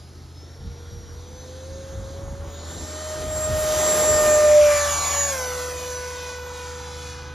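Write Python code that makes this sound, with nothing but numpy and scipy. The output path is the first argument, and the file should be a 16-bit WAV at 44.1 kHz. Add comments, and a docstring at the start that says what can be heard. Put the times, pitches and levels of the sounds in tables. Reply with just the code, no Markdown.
"""A grass airfield in light wind, heard from one microphone and widened to stereo. A model jet spools up
its twelve-blade electric ducted fan, rushes past close by, lifts off and throttles back in the climb.
Shaft and blades whine, dropping in pitch as they pass; air roars from duct and nozzle, combed by its
bounce off the grass. Far away a propeller aircraft drones over a faint hum and the hush of air and leaves,
and gusts thump right on the microphone."""
import sys
import numpy as np
from scipy import signal
from scipy.fft import rfft, irfft, next_fast_len
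from scipy.io import wavfile
from scipy.ndimage import uniform_filter1d

SR = 44100
rng = np.random.default_rng(int(sys.argv[2]) if len(sys.argv) > 2 else 0)


def master(y):
    """Save y as 16-bit WAV."""
    cut = np.clip(np.atleast_2d(y).T, -1, 1)
    pcm = np.round(cut * 32767)  # scale
    wavfile.write(sys.argv[1], SR, pcm.astype(np.int16))


N = 323694
T = np.arange(N) / SR


def gain_of(db):
    """Decibels to a factor."""
    return 10 ** (np.asarray(db) / 20)


def unit_rms(x):
    """Scales to rms 1."""
    return x / np.sqrt(np.mean(x ** 2) + 1e-20)


def at_hz(points, hz):
    """A spectrum table at the given frequencies."""
    f, value = np.transpose(points)
    return np.interp(np.log(hz + 1), np.log(f + 1), value)


def at_time(rows, t):
    """All columns of a curve table at the given times."""
    times, *columns = np.transpose(rows)
    return [np.interp(t, times, column) for column in columns]


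def wander(top_hz, t):
    """Random drift of rms 1: sines of random phase, the slow ones taller."""
    hz = np.geomspace(top_hz / 30, top_hz, 24)[:, None]
    coarse = np.linspace(0, t[-1], 3000)
    waves = np.sin(2 * np.pi * (hz * coarse + rng.random(hz.shape))) / hz ** .25
    return np.interp(t, coarse, unit_rms(waves.sum(0)))


def tone(hz, db):
    """A sine that follows a pitch curve, at an rms level."""
    return np.sqrt(2) * gain_of(db) * np.sin(2 * np.pi * (np.cumsum(hz) / SR + rng.random()))


def noise(shape, size):
    """Noise whose short-time spectrum follows shape(frequency, time)."""
    hop = size // 4
    hz, t = np.fft.rfftfreq(size, 1 / SR)[:, None], np.arange(N // hop + 5) * hop / SR
    real, imag = rng.standard_normal((len(t), len(hz), 2)).T
    return signal.istft((real + 1j * imag) * shape(hz, t), nperseg=size, noverlap=size - hop)[1][:N]


# Throttle moves: (time [s], shaft speed the fan spools to [Hz])
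THROTTLE = [(0, 425), (.27, 433), (.39, 457), (.54, 467), (.66, 474), (1.13, 492), (1.24, 508), (1.48, 522),
            (1.62, 538), (2.08, 553), (2.37, 565), (2.56, 585), (2.63, 600), (2.81, 617), (2.93, 620),
            (5.275, 547), (7.2, 556)]
# Pitch at the microphone as the jet passes, against its approach: (time [s], pitch [factor])
DOPPLER = [(0, 1), (3.45, 1), (3.7, .9955), (4.14, .986), (4.37, .9745), (4.55, .967), (4.8, .9415),
           (4.92, .932), (5.06, .922), (5.28, .912), (5.98, .908), (6.44, .9025), (7.34, .9)]
def shaft_pitch(start_hz=408.8, spool_up_s=.03, spool_down_s=.042):
    """The rotor follows each throttle move through two equal lags; the jet's motion shifts the pitch."""
    hz, before_hz = np.full(N, start_hz), start_hz
    for start, to_hz in THROTTLE:
        lags = np.maximum(T - start, 0) / (spool_up_s if to_hz > before_hz else spool_down_s)
        hz = hz + (to_hz - before_hz) * (1 - (1 + lags) * np.exp(-lags))
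        before_hz = to_hz
    return hz * at_time(DOPPLER, T)[0]


# Reflection off the grass, later as the jet climbs: (time [s], lag [ms], strength [0-1])
GROUND = [(0, .3, 0), (4.4, .3, .02), (4.75, .37, .4), (4.85, .5, .55), (5.1, .85, .6), (5.3, 1.15, .58),
          (5.55, 1.42, .65), (6, 1.8, .55), (6.4, 2.02, .55), (6.8, 2.23, .6), (7.34, 2.48, .6)]
def ground_bounce(hz, t, grass_db_per_khz=-.75, soft_turns=.41, soft_hz=2470, soft_ms=1.45):
    """Gain of the direct sound plus its ground reflection, which the grass dulls."""
    lag_ms, strength = at_time(GROUND, t)
    strength = strength * gain_of(grass_db_per_khz * hz / 1e3)
    # soft ground holds low notes back by part of a cycle, most at flat angles
    held_back = soft_turns * np.exp(-hz / soft_hz - (lag_ms / soft_ms) ** 2)
    turns = hz * lag_ms / 1e3 + held_back
    return abs(1 + strength * np.exp(-2j * np.pi * turns)) / np.sqrt(1 + strength ** 2)


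# Four shaft tones, the blade tone and its octave: (order [multiple of shaft speed])
FAN_ORDERS = (1, 2, 3, 4, 12, 24)
# The fan from the microphone's spot: (time [s], level of each of the six orders [dB])
FAN_LEVELS = [(0, -68, -78, -68, -80, -61, -67), (.4, -61, -73, -67, -80, -57.5, -86),
              (.75, -52, -78, -66.5, -80, -58.5, -73), (1.1, -51.5, -78, -66, -80, -58, -70),
              (1.35, -48, -68, -72, -80, -57.5, -78), (1.75, -40.5, -63, -69, -80, -60, -80),
              (2.3, -41, -65, -63, -78, -55.5, -76), (2.55, -47.5, -66, -69, -80, -51, -65),
              (3.0, -37, -49, -50.5, -73, -39.5, -65), (3.4, -28.5, -43.5, -49.5, -60, -29.5, -54),
              (3.7, -23, -39.5, -41, -55.5, -34, -44), (4.0, -22.5, -35, -41, -65, -25.5, -46),
              (4.3, -16.5, -30, -31, -41.5, -24, -44), (4.6, -11, -35.5, -40, -36, -32, -48),
              (4.8, -23.5, -31, -36, -35.5, -30, -52), (5.05, -33, -31.5, -42.5, -39.5, -29, -50),
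              (5.28, -32.5, -40, -37, -46.5, -28, -56), (5.42, -32.5, -38.5, -35.5, -42, -31.5, -56),
              (5.6, -32.5, -44, -42, -51, -47.5, -55), (5.95, -35.5, -41, -42, -56.5, -47, -57),
              (6.3, -38, -46.5, -42, -50.5, -56, -64), (6.7, -40, -45.5, -48.5, -64, -61, -70),
              (7.15, -43.5, -50, -51, -76, -60, -80), (7.34, -46, -52.5, -46, -78, -60, -82)]
# One tone dips or swells for a moment: the shaft orders dip as direct and reflected paths meet, while the blade
# tone also fades and surges on its own: (time [s], order [multiple], change [dB], half-length [s])
FADES = [(2.75, 1, -9, 0.11), (5.02, 1, -13, 0.093), (4.58, 2, -15, 0.07), (4.62, 3, -18, .07),
         (5.0, 3, -21, 0.035), (5.8, 3, -11, 0.11), (4.43, 4, -10, 0.061), (4.58, 4, -14, 0.036),
         (4.85, 4, -13, 0.035), (2.4, 12, -24, 0.072), (3.214, 12, -15, 0.12), (5.35, 12, -16, 0.03),
         (0.19, 12, -10, 0.12), (0.7, 12, -3, .08), (0.396, 12, 6, 0.059), (1.4, 12, 8.5, 0.085),
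         (2.0, 12, -9, 0.051), (3.51, 12, -7, 0.042), (4.45, 12, -7, 0.044), (4.65, 12, -9, 0.032),
         (4.86, 12, -7, 0.033), (5.94, 12, 7, .06), (2.5, 24, 5, .06), (5.94, 24, -12, 0.099)]
# Faint tones riding on the rush of air: (order [multiple], level against the rush [dB])
FAINT_ORDERS = [(5, -18.5), (6, -22), (7, -25), (8, -24), (9, -24), (10, -26), (11, -26), (13, -27)]
# They emerge once the fan is at full speed: (time [s], gain [dB])
FAINT_LIFT = [(0, -12), (2.7, -12), (3.1, -2), (4.6, -2), (5.3, -4), (5.6, 0), (7.34, 0)]
def fan_whine(flutter_db=.8, jitter=.0004):
    """Shaft orders and blade tones; turbulent air shakes the high ones most."""
    shaft_hz = shaft_pitch() * (1 + jitter * wander(40, T))
    faint_db = RUSH_DB + at_time(RUSH, T)[0] + at_time(FAINT_LIFT, T)[0]
    whine = 0
    for order, db in zip(FAN_ORDERS, at_time(FAN_LEVELS, T)):
        fades_db = sum(change_db * np.exp(-((T - centre) / half) ** 2)
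                       for centre, faded, change_db, half in FADES if faded == order)
        flutter = flutter_db * np.sqrt(order) * wander(30, T)
        whine = whine + tone(order * shaft_hz, db + fades_db + flutter)
    for order, db in FAINT_ORDERS:
        hz = order * shaft_hz
        whine = whine + ground_bounce(hz, T) * tone(hz, faint_db + db + 3 * wander(6, T))
    return whine


RUSH_DB, TREBLE_HZ = -26, 10500  # base level of the 3-7 kHz band; where the treble column holds as listed
# Centres of the rush's bass, middle and body: (frequency [Hz])
ZONES_HZ = (287, 1080, 4320)
# The rush shifts with distance and nozzle angle to the microphone:
# (time [s], body level [dB], bass [dB], middle [dB], treble [dB]), the last three against the body
RUSH = [(0, -23.5, 7.5, -5.5, -16), (.9, -22, 7, -3, -15), (1.2, -22, 8.5, -2.5, -10),
        (1.5, -19, 8, -4.5, -10), (2.1, -20, 11, 2, -6), (2.4, -22.5, 9, 6.5, -4.5),
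        (2.6, -15.5, 3, -0.5, -13), (2.7, -14.5, 6.5, -0.5, -2.5), (3.0, -9, 1, -4, -3.5),
        (3.28, -12, 4.5, 3.5, 0), (3.42, -11.5, 6, 3.5, 6), (3.5, -9, 7.5, 3.5, 0.5),
        (3.6, -4.5, 0.5, 0, 5.5), (3.7, -2.3, -1, -1.5, .5), (3.82, .3, 2, -.5, 2.5), (4.0, 0.1, 2, 2.5, 5),
        (4.1, -.5, 3, 1.5, 3), (4.22, -1.8, 6, 2.5, 6.5), (4.45, -2, 0, 2, 0), (4.7, -2, -4, 3.5, 0),
        (4.82, 0.4, -10, 0.5, -0.5), (5.15, -0.4, -9, -0.5, 2), (5.32, -3, -14, -1.5, 3),
        (5.5, -7.5, -6, 1, 1), (5.9, -9, -7.5, -2, 0), (6.2, -10, -11, -.5, -7), (6.3, -9, -14, -2, -5),
        (6.43, -15, -7, 3.5, -10.5), (6.6, -11.3, -12, -1.5, -5), (6.88, -13, -12.5, 1.5, -6.5),
        (7.08, -10.5, -14, -2, -5), (7.2, -13.5, -10, -.5, -14), (7.34, -16, -7, -0.5, -25)]
# The rush at close range: (frequency [Hz], level [dB])
RUSH_COLOUR = [(60, -21), (130, 3), (200, 1.5), (400, 8.5), (850, 6.5), (1400, 2.5), (2300, -1), (3100, -4),
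               (3600, -2.5), (5400, 0), (6200, 3.5), (8500, -1), (12000, -10.5), (15000, -13.5)]
# Colour of sound that skims low over the grass: (frequency [Hz], gain [dB])
SKIM_COLOUR = [(150, 1.9), (650, -2), (1000, 0.3), (1500, 2), (2000, -1), (2350, -4), (2750, -6), (3100, 1),
               (3800, 3.5), (5000, -1), (6500, 0), (9000, 0.7)]
# How strongly that colour reaches the microphone: (time [s], weight [factor])
SKIM_WEIGHT = [(0, 0.39), (1.5, 1.33), (2.6, 1.05), (3.4, 0.6), (4.2, 0.0017), (4.7, 0.007), (7.34, 0.4)]
def air_rush(patchy_db=1.4, flicker_db=.9):
    """Jet noise from duct and nozzle, combed by the ground bounce; nearby, the treble flickers."""
    def shape(hz, t):
        body_db, bass_db, middle_db, treble_db = at_time(RUSH, t)
        bass, middle = (np.interp(np.log(hz + 1), np.log(ZONES_HZ), row) for row in np.eye(3)[:2])
        treble = np.maximum(hz - ZONES_HZ[2], 0) / (TREBLE_HZ - ZONES_HZ[2])  # air absorbs highs most
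        tilt_db = bass * bass_db + middle * middle_db + treble * treble_db
        skim_db = at_time(SKIM_WEIGHT, t)[0] * at_hz(SKIM_COLOUR, hz)
        patches = rng.standard_normal((len(t), len(hz))).T
        patches = unit_rms(uniform_filter1d(uniform_filter1d(patches, 14, axis=0), 16, axis=1))
        flicker = flicker_db * wander(14, t) * np.sqrt(hz / 8000) * gain_of(body_db / 4)
        colour = gain_of(at_hz(RUSH_COLOUR, hz))
        colour = colour / np.sqrt(2 * np.sum(colour[(hz > 3000) & (hz < 7000)] ** 2))
        level_db = RUSH_DB + body_db + tilt_db + skim_db + patchy_db * patches + flicker
        return colour * ground_bounce(hz, t) * gain_of(level_db)
    return noise(shape, size=1024)


# An aircraft far from the field: (time [s], blade rate [Hz], level [dB], overtones against it [dB])
PROPELLER = [(0, 83.1, -45.5, -17), (.8, 83.4, -41, -41), (2.4, 80.7, -39.5, -15), (4, 79.28, -38.5, -21),
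             (5, 78.27, -36.5, -13.5), (6.2, 77.74, -41.5, -13.5), (7.34, 77.2, -38.5, -10.5)]
# Its overtones: (order [multiple of blade rate], further gain [dB])
PROPELLER_OVERTONES = [(2, -2), (3, -7), (4, -5.5)]
def propeller_drone():
    """The distant propeller's blade tone and overtones, fading in and out a little on the air."""
    hz, db, overtone_db = at_time(PROPELLER, T)
    hz = hz * (1 + .00332 * wander(3.02, T))
    blade_tone = tone(hz, db + .41 * wander(3.7, T))
    return blade_tone + sum(tone(order * hz, db + overtone_db + step_db + 2 * wander(4, T))
                            for order, step_db in PROPELLER_OVERTONES)


# A hum in the background: (time [s], level [dB])
HUM = [(0, -50.5), (3.3, -53.5), (4.5, -83), (7.34, -47)]
def faint_hum(hz=131):
    """One low, steady pitch that sinks away and returns."""
    return tone(np.full(N, hz), at_time(HUM, T)[0] + .4 * wander(3.04, T))


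# The open field all round the microphone: (frequency [Hz], level [dB])
HUSH_COLOUR = [(100, 2), (300, 10), (1000, -37), (2500, -13), (6000, -28), (10000, -9), (12000, -14),
               (16000, -29)]
def field_hush(level_db=-58.5):
    """The smooth, steady noise of distant air and leaves."""
    return gain_of(level_db) * unit_rms(noise(lambda hz, t: gain_of(at_hz(HUSH_COLOUR, hz)), size=1024))


# Wind right on the microphone: (frequency [Hz], level [dB])
WIND_COLOUR = [(20, -40), (35, -16), (48, 0), (65, 1), (85, -3), (130, -11), (200, -16), (400, -40),
               (1500, -100)]
# Gusts striking it: (peak time [s], decay [s], level [dB])
GUSTS = [(.65, 0.054, -36), (0.93, .12, -37), (1.12, .2, -44), (1.74, .06, -41), (1.96, 0.17, -36),
         (2.247, 0.26, -36.5), (2.8, .07, -40.5), (3.19, 0.25, -37), (3.527, .07, -29), (3.663, .22, -36),
         (4.124, 0.053, -32), (4.25, 0.14, -35), (4.501, 0.048, -41), (4.62, 0.34, -43)]
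def wind_thumps(breeze_db=-50, rise_s=.047):
    """Low lumpy pressure swings on the microphone: a breeze, and gusts that rise fast and die away."""
    lumps = unit_rms(noise(lambda hz, t: gain_of(at_hz(WIND_COLOUR, hz)), size=2048))
    gusts = sum(gain_of(db) * np.exp(-((T - peak) / np.where(T < peak, rise_s, decay_s)) ** 2)
                for peak, decay_s, db in GUSTS)
    return lumps * (gain_of(breeze_db) + gusts) * gain_of(2 * wander(20, T))


# Stereo width of the noise, band by band; zero in some bands: (frequency [Hz], width [factor])
STEREO_WIDTH = [(60, .18), (200, .2), (1000, .12), (1800, .45), (2200, 0), (5750, 0), (5900, .1),
                (7800, .1), (8000, 0), (8500, 0), (9000, .3), (10700, .3), (10950, 0), (12250, 0),
                (12450, .4), (14000, .2), (14400, 0)]
# Left-right phase shift: (frequency [Hz], lead of the left [half-turns])
STEREO_PHASE = [(80, .08), (250, .03), (600, .12), (1200, .15), (1750, .25), (2100, 0), (5750, 0),
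                (5900, -.14), (6900, -.33), (7400, -.58), (7950, -1), (8550, -1), (9000, -1.25),
                (10000, -1.58), (10700, -1.8), (10950, -2), (12250, -2), (12450, -2.3), (14000, -2.8),
                (14400, -3)]
# Left-right balance: (frequency [Hz], left minus right [dB])
STEREO_BALANCE = [(100, 0), (500, -.7), (1200, -.5), (1800, -1.5), (2100, 0)]
def widen_stereo(mono, side_noise):
    """Stereo widening: a left-right phase shift that turns with frequency, plus a little side noise."""
    size = next_fast_len(N + 4096)
    hz = np.fft.rfftfreq(size, 1 / SR)
    side = np.array([[1], [-1]])  # left, right
    spectra = rfft(mono, size) + side * 1j * at_hz(STEREO_WIDTH, hz) * rfft(side_noise, size)
    phase_shift = np.exp(.5j * np.pi * side * at_hz(STEREO_PHASE, hz))
    balance = gain_of(side * at_hz(STEREO_BALANCE, hz) / 2)
    return irfft(spectra * phase_shift * balance, size)[:, :N]


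def scene():
    """The jet, the far aircraft and the field's own sounds at the microphone, widened to stereo."""
    mono = fan_whine() + air_rush() + propeller_drone() + faint_hum() + field_hush() + wind_thumps()
    side_noise = air_rush() + field_hush() + wind_thumps()
    return widen_stereo(mono, side_noise)


def record(dry):
    """The microphone's low cut, then the band limit."""
    low_cut_hz, top_hz = 38, 15720
    thinned = signal.sosfilt(signal.butter(2, low_cut_hz, "highpass", fs=SR, output="sos"), dry)
    band_limit = signal.firwin(1023, top_hz, window=("kaiser", 9), fs=SR)
    return signal.oaconvolve(thinned, band_limit[None], "same")


dry = scene()
out = record(dry)
master(out)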